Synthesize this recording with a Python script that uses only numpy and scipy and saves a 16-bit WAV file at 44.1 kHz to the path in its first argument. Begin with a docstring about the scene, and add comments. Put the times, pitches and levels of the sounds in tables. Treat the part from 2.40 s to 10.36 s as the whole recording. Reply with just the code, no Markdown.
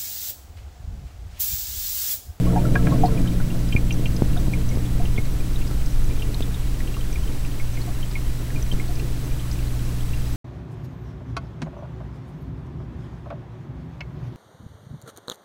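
"""A filter pump hums close to the glass of a home aquarium, and its outflow churns the water: the hum is
a sum of mains-locked sines, the water is noise shaped by the tank's resonances. Drops and bubbles plink,
each a damped resonance that also rings the air space under the lid. Dull knocks excite the tank with
short pressure pulses. A hand-held camera adds noise rumble, hiss and a thin pulsing whine."""
import sys
import numpy as np
from scipy import signal
from scipy.fft import rfft, irfft
from scipy.io import wavfile

SR = 44100
rng = np.random.default_rng(int(sys.argv[2]) if len(sys.argv) > 2 else 0)


def to_wav(sig):
    """Store sig (one row per channel, or 1-D mono) as 16-bit WAV at the path in sys.argv[1].

    Samples outside -1..1 are clipped; the rate is SR.
    """
    pcm = np.clip(np.atleast_2d(sig), -1, 1) * 32767
    pcm = np.round(pcm).astype(np.int16)
    wavfile.write(sys.argv[1], SR, pcm.T)  # frames by channels


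N = 351032
TIME = np.arange(N) / SR  # seconds
FREQS = np.fft.rfftfreq(N, 1 / SR)  # Hz

# Resonances of the filled tank. Each row: frequency in Hz, width in Hz, relative level in dB.
TANK = [(141.9, 7.2, 5.5), (166, 6.2, -0.5), (208, 16.3, -7), (254, 4.3, -8), (274.7, 9.9, -3.5),
        (294, 12.7, -3.5), (327.7, 17.4, -8.5), (451, 8.3, -10), (492, 6.7, -21.5), (519.6, 11, -15.5),
        (580.5, 9.6, -16), (634, 7.7, -15.5), (696.5, 10, -18)]
# How strongly the tank's vibration reaches the microphone, which starts close to the glass.
# Each row: time in seconds, level in dB.
NEARNESS = [(0, -1), (0.5, -2), (1.05, -7), (1.4, -7), (2.4, -7.5), (3, -11.5), (4.9, -13.5), (7.96, -12.5)]

SURGE_START_S, SURGE_END_S, SURGE_EASE_S = 0.13, 0.68, 0.3  # the outflow washes harder while it plops
BUBBLE_Q = 18.6  # sharpness of a ringing bubble


def undb(db):
    """Amplitude gain is the exponential of a level in decibels."""
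    return 10 ** (np.asarray(db) / 20)


def nearness_db():
    """Coupling from tank to microphone, interpolated linearly in decibels at every sample."""
    s, db = np.transpose(NEARNESS)
    return np.interp(TIME, s, db)


def hold(start_s, end_s, ramp_s):
    """Trapezoidal envelope: 1 from start to end, with a straight ramp outside either end."""
    return np.clip(1 + np.minimum(TIME - start_s, end_s - TIME) / ramp_s, 0, 1)


def colour(points):
    """Spectral envelope: gain from (Hz, dB) points, straight lines over log frequency."""
    hz, db = np.transpose(points)
    return undb(np.interp(np.log(FREQS + 1e-9), np.log(hz), db))


def noise(gain):
    """Filtered white noise takes the spectrum of the filter; scaled to rms 1."""
    x = irfft(rfft(rng.standard_normal(N)) * gain, N)
    return x / np.sqrt(np.mean(x ** 2))


def walk(rate_hz):
    """Low-passed noise is a smooth random control, here of rms 1 and Gaussian bandwidth."""
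    return noise(np.exp(-(FREQS / rate_hz) ** 2))


def resonance(f, hz, width):
    """Frequency response of one damped oscillator, gain 1 at its centre."""
    return 1j * f * width / (hz ** 2 - f ** 2 + 1j * f * width)


def body(f, modes):
    """Modal superposition: damped modes add, neighbours with opposite signs."""
    response = 0
    for k, (hz, width, db) in enumerate(modes):
        response = response + (-1) ** k * undb(db) * resonance(f, hz, width)
    return response


def ringing(modes):
    """Modes driven by independent turbulence add in power, not in amplitude."""
    power = sum(np.abs(undb(db) * resonance(FREQS, hz, width)) ** 2 for hz, width, db in modes)
    return noise(np.sqrt(power))


def add(out, s, sound, db):
    """Linear superposition of a short sound at time s, scaled to a peak level."""
    start = max(int(s * SR), 0)
    part = out[start:start + len(sound)]
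    scaled = sound * undb(db) / np.abs(sound).max()
    part += scaled[:len(part)]


def plinks(rows, direct=0.081, onset=0.31, size=4096):
    """A bubble is a damped oscillator that swells and dies; the air under the lid reverberates it."""
    # Resonances of the air under the lid. Each row: frequency in Hz, width in Hz, relative level in dB.
    lid_modes = [(717, 21.6, 24), (835, 45, 10), (923, 15.4, 12.5), (1103, 39, 7), (1324, 27, 6.5),
                 (1490, 82, -7), (1643, 37, -1), (2176, 41, 0.5), (2407, 45, 4), (2765, 44, -1.5),
                 (3108, 64, -2), (3460, 33, -5), (3730, 56, -7.5), (4340, 66, -8.5), (5040, 66, -4.5),
                 (5730, 38, -6), (6200, 210, -6.5)]
    out, f = np.zeros(N), np.fft.rfftfreq(size, 1 / SR)
    lid = direct + body(f, lid_modes)
    for s, hz, db, q in rows:
        # the second, broader resonance softens the onset
        bubble = resonance(f, hz, hz / q) * resonance(f, hz, hz * onset)
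        add(out, s, irfft(bubble * lid), db)
    return out


def chance_plinks(s, low_hz, high_hz, db, spread_db, q):
    """A bubble population: pitch random over log frequency, peak level random in decibels."""
    pitch, strength = rng.random((2, len(s)))
    hz = low_hz * (high_hz / low_hz) ** pitch
    peak_db = db + spread_db * (2 * strength - 1)
    return plinks(zip(s, hz, peak_db, np.full(len(s), q)))


def camera(hiss_db=-42, pulsing=0.7, whine_hz=1966.78, frame_hz=14.993):
    """Broadband noise from hand and microphone, plus harmonics switched in level at the frame rate."""
    # Rumble of the hand. Each row: frequency in Hz, relative spectral level in dB.
    rumble_spectrum = [(3, -4), (8, 0), (15, 0.5), (28, -4), (42, -8.5), (55, -11), (72, -16.5), (100, -22),
                       (160, -34), (300, -65.5)]
    # Microphone hiss. Each row: frequency in Hz, relative spectral level in dB.
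    hiss_spectrum = [(100, -10), (500, 0.5), (1000, -1.8), (2000, -5), (4000, -7.5), (7000, -10),
                     (11000, -11.5), (16500, -13.5)]
    # Whine of the electronics. Each row: multiple of whine_hz, rms level in dB before the pulsing.
    whine_tones = [(1, -66), (2, -64.5), (3, -66), (4, -61.5), (7, -73), (8, -70.5)]
    rest_db, pan_db, settle_db_per_s = -20, 3, 0.37

    swing = hold(1.7, 3.92, 0.23)  # the hand swings the camera along the tank
    hand_db = rest_db + pan_db * swing - settle_db_per_s * TIME
    rumble = noise(colour(rumble_spectrum)) * undb(hand_db)
    hiss = noise(colour(hiss_spectrum)) * undb(hiss_db)
    whine = np.zeros(N)
    for k, db in whine_tones:
        whine += undb(db) * np.sin(2 * np.pi * round(k) * whine_hz * TIME)
    frames = 1 + pulsing * np.sign(np.cos(2 * np.pi * frame_hz * TIME))
    return rumble + hiss + np.sqrt(2) * whine * frames  # sqrt(2): rms to peak of a sine


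def pump(mains_hz=60, shaft_db=-25.0, hum_db=-21.0, buzz_db=-22.5, swell_db_per_s=0.5):
    """Harmonics locked to the rotor: it turns at mains rate, the magnet pulls twice a turn, the casing buzzes."""
    # Overtones of the buzz. Each row: multiple of the mains frequency, level in dB relative to buzz_db.
    overtones = [(3, -1.5), (4, -8), (5, -13), (6, -19)]
    shaft_slope, hum_slope, buzz_slope = 0.79, 1.017, 1.46  # higher tones fade faster with distance

    near_db = nearness_db()
    swell_db = swell_db_per_s * TIME  # offsets part of the fading of the two lowest tones
    turn = 2 * np.pi * mains_hz * TIME + 0.041 * walk(2)  # rotor angle in radians
    shaft_level_db = shaft_db + shaft_slope * near_db + swell_db + 0.76 * walk(3.8)
    hum_level_db = hum_db + hum_slope * near_db + swell_db + 0.76 * walk(1.2)
    out = np.sin(turn) * undb(shaft_level_db) + np.cos(2 * turn) * undb(hum_level_db)
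    for k, db in overtones:
        tone = np.sin(round(k) * turn + rng.uniform(0, 2 * np.pi))
        out += tone * undb(buzz_db + buzz_slope * near_db + db + 2.0 * walk(7.0))  # uneven buzz
    return np.sqrt(2) * out  # rms to peak of a sine


def water(stream_db=-40.0, churn_db=-24.5, wash_db=-35.5, surge_db=4, flutter_db=2.02, low_modes=7):
    """Turbulence is broadband: it streams through the filter, churns the low tank modes, washes the high."""
    # Steady run through the filter. Each row: frequency in Hz, relative spectral level in dB.
    stream_spectrum = [(50, 0), (90, -6), (140, -2.5), (210, -7), (310, -7), (400, -8), (500, -16),
                       (700, -45), (1500, -41)]
    churn_slope, wash_slope = 1.074, 1.33  # dB per dB of nearness
    churn_share = 0.23  # part of the surge that reaches the low modes

    near_db = nearness_db()
    surge = surge_db * hold(SURGE_START_S, SURGE_END_S, SURGE_EASE_S)
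    churn = ringing(TANK[:low_modes]) * undb(churn_db + churn_slope * near_db + churn_share * surge)
    wash = ringing(TANK[low_modes:]) * undb(wash_db + wash_slope * near_db + surge)
    stream = noise(colour(stream_spectrum)) * undb(stream_db)
    return (stream + churn + wash) * undb(flutter_db * walk(9.8))


def trickle(count=130):
    """Poorly resonant bubbles of low Q: many faint ones where the outflow meets the surface."""
    s = rng.random(count) * N / SR
    return chance_plinks(s, low_hz=900, high_hz=6500, db=-41, spread_db=2, q=5)


def patter(count=40):
    """Stratified chance: small quiet bubbles ring, one at random in each equal stretch of time."""
    s = (np.arange(count) + rng.random(count)) / count * N / SR
    return chance_plinks(s, low_hz=2000, high_hz=6300, db=-38, spread_db=4.0, q=BUBBLE_Q)


def gurgle(count=10):
    """Larger bubbles resonate lower: the surging outflow sheds a cloud of middling ones."""
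    s = rng.random(count) * (SURGE_END_S + SURGE_EASE_S)
    return chance_plinks(s, low_hz=800, high_hz=1900, db=-36, spread_db=3, q=BUBBLE_Q)


def knocks(ring=.45, size=16384):
    """Impulse excitation: a contact gives a pressure pulse and a brief tick, and the tank's modes ring."""
    # Dull contacts with the tank. Each row: start in seconds, peak level in dB,
    # softness (time constant of the pulse) in milliseconds, peak level of the tick in dB.
    contacts = [(1.3512, -4.5, 0.87, -45), (1.596, -14, 0.48, -45), (1.8211, -2, 0.44, -38),
                (1.916, -11, 0.9, -45), (2.0824, -7, 0.89, -42), (2.3724, -12, 0.55, -45),
                (2.7844, -11, 0.66, -45), (3.312, -21, 0.24, -31), (4.0066, -13.5, 0.31, -26),
                (4.566, -30, 0.32, -36), (6.326, -21, 0.32, -31), (6.336, -19, 0.36, -34)]
    glass_hz, glass_width_hz = 190, 1800
    tick_hz, tick_width_hz, tick_ms = 2600, 6000, 1.8

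    out, f = np.zeros(N), np.fft.rfftfreq(size, 1 / SR)
    tank = resonance(f, glass_hz, glass_width_hz) + ring * body(f, TANK)
    tick_filter = resonance(f, tick_hz, tick_width_hz) ** 2
    ms = 1000 * np.arange(size) / SR
    for s, db, soft, tick_db in contacts:
        push = (ms / soft) ** 2 * np.exp(-ms / soft)
        add(out, s, -irfft(rfft(push) * tank), db)
        scrape = rng.standard_normal(size) * np.exp(-ms / tick_ms)
        add(out, s, irfft(rfft(scrape) * tick_filter), tick_db)
    return out


def drops(tick_q=2.8):
    """Damping tells drops apart: heavy ones slap, then a trapped bubble rings; bubbles ring; light ones tick."""
    # The clearest single bubbles. Each row: start in seconds, pitch in Hz, peak level in dB.
    bubbles = [(0.25, 1400, -26.5), (0.658, 4520, -29), (0.68, 1020, -28), (0.774, 2460, -32.5),
               (0.874, 3020, -31), (0.999, 1500, -29.5), (1.326, 3100, -25.5), (1.362, 2315, -14.5),
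               (1.525, 5850, -27), (1.96, 700, -32.5), (1.963, 1500, -31.5), (1.973, 3650, -31),
               (2.134, 2270, -22), (2.29, 5820, -30.5), (2.596, 685, -29), (2.654, 2900, -29.5),
               (2.777, 2150, -22.5), (3.159, 3850, -30), (3.276, 4760, -33), (3.708, 2410, -32.5),
               (3.821, 2880, -25.5), (3.944, 4080, -24), (4.023, 3560, -26), (4.144, 3640, -32),
               (4.404, 1930, -28.5), (4.474, 2900, -31.5), (4.565, 1190, -31.5), (4.609, 3020, -32),
               (4.727, 5870, -32), (4.756, 2300, -28.5), (4.876, 2980, -33), (5.048, 2630, -31),
               (5.197, 2200, -30), (5.371, 2100, -31.5), (5.473, 686, -35), (5.628, 3070, -29),
               (5.753, 2200, -23.5), (6.103, 1850, -31), (6.159, 2420, -32), (6.225, 5930, -28.5),
               (6.315, 3110, -24), (6.397, 2090, -27), (6.485, 700, -37), (6.595, 2670, -31),
               (6.996, 3280, -34.5), (7.189, 2620, -34.5), (7.733, 2740, -32)]
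    # Drops that trap no bubble. Each row: start in seconds, pitch in Hz, peak level in dB.
    ticks = [(1.324, 2630, -21.5), (1.765, 5050, -25.5), (3.461, 5400, -31), (6.555, 5090, -32),
             (7.114, 4900, -27.5)]
    # Heavy drops. Each row: start in seconds, pitch in Hz, peak level of the slap in dB,
    # sharpness Q of the slap, delay of the trapped bubble in seconds, peak level of the bubble in dB.
    plops = [(0.1585, 858, -16, 2.7, 0.0096, -20.5), (0.354, 1630, -15, 0.35, 0.002, -12),
             (0.469, 1720, -18.5, 2, 0.002, -42), (0.5126, 1104, -30, 2.7, 0.00746, -22),
             (0.6335, 773, -8.5, 3.4, 0.015, -18), (1.507, 2740, -18.5, 6, 0.0039, -32),
             (1.657, 2820, -19, 4.5, 0.0062, -37)]

    rows = [(s, hz, db, BUBBLE_Q) for s, hz, db in bubbles]
    rows += [(s, hz, db, tick_q) for s, hz, db in ticks]
    for s, hz, slap_db, slap_q, delay, db in plops:
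        rows.append((s, hz, slap_db, slap_q))
        rows.append((s + delay, hz, db, BUBBLE_Q / 2))
    return plinks(rows)


def scene():
    """Linear superposition: all sounds add at one microphone next to the glass."""
    background = camera() + pump() + water()
    bubbling = trickle() + patter() + gurgle() + drops()
    return (background + bubbling + knocks())[None]


def record(dry):
    """Band limiting: the camera cuts the top with a steep elliptic low-pass."""
    top_hz = 15750
    low_pass = signal.ellip(12, .1, 80, top_hz, fs=SR, output="sos")
    return signal.sosfilt(low_pass, dry)


dry = scene()
out = record(dry)
to_wav(out)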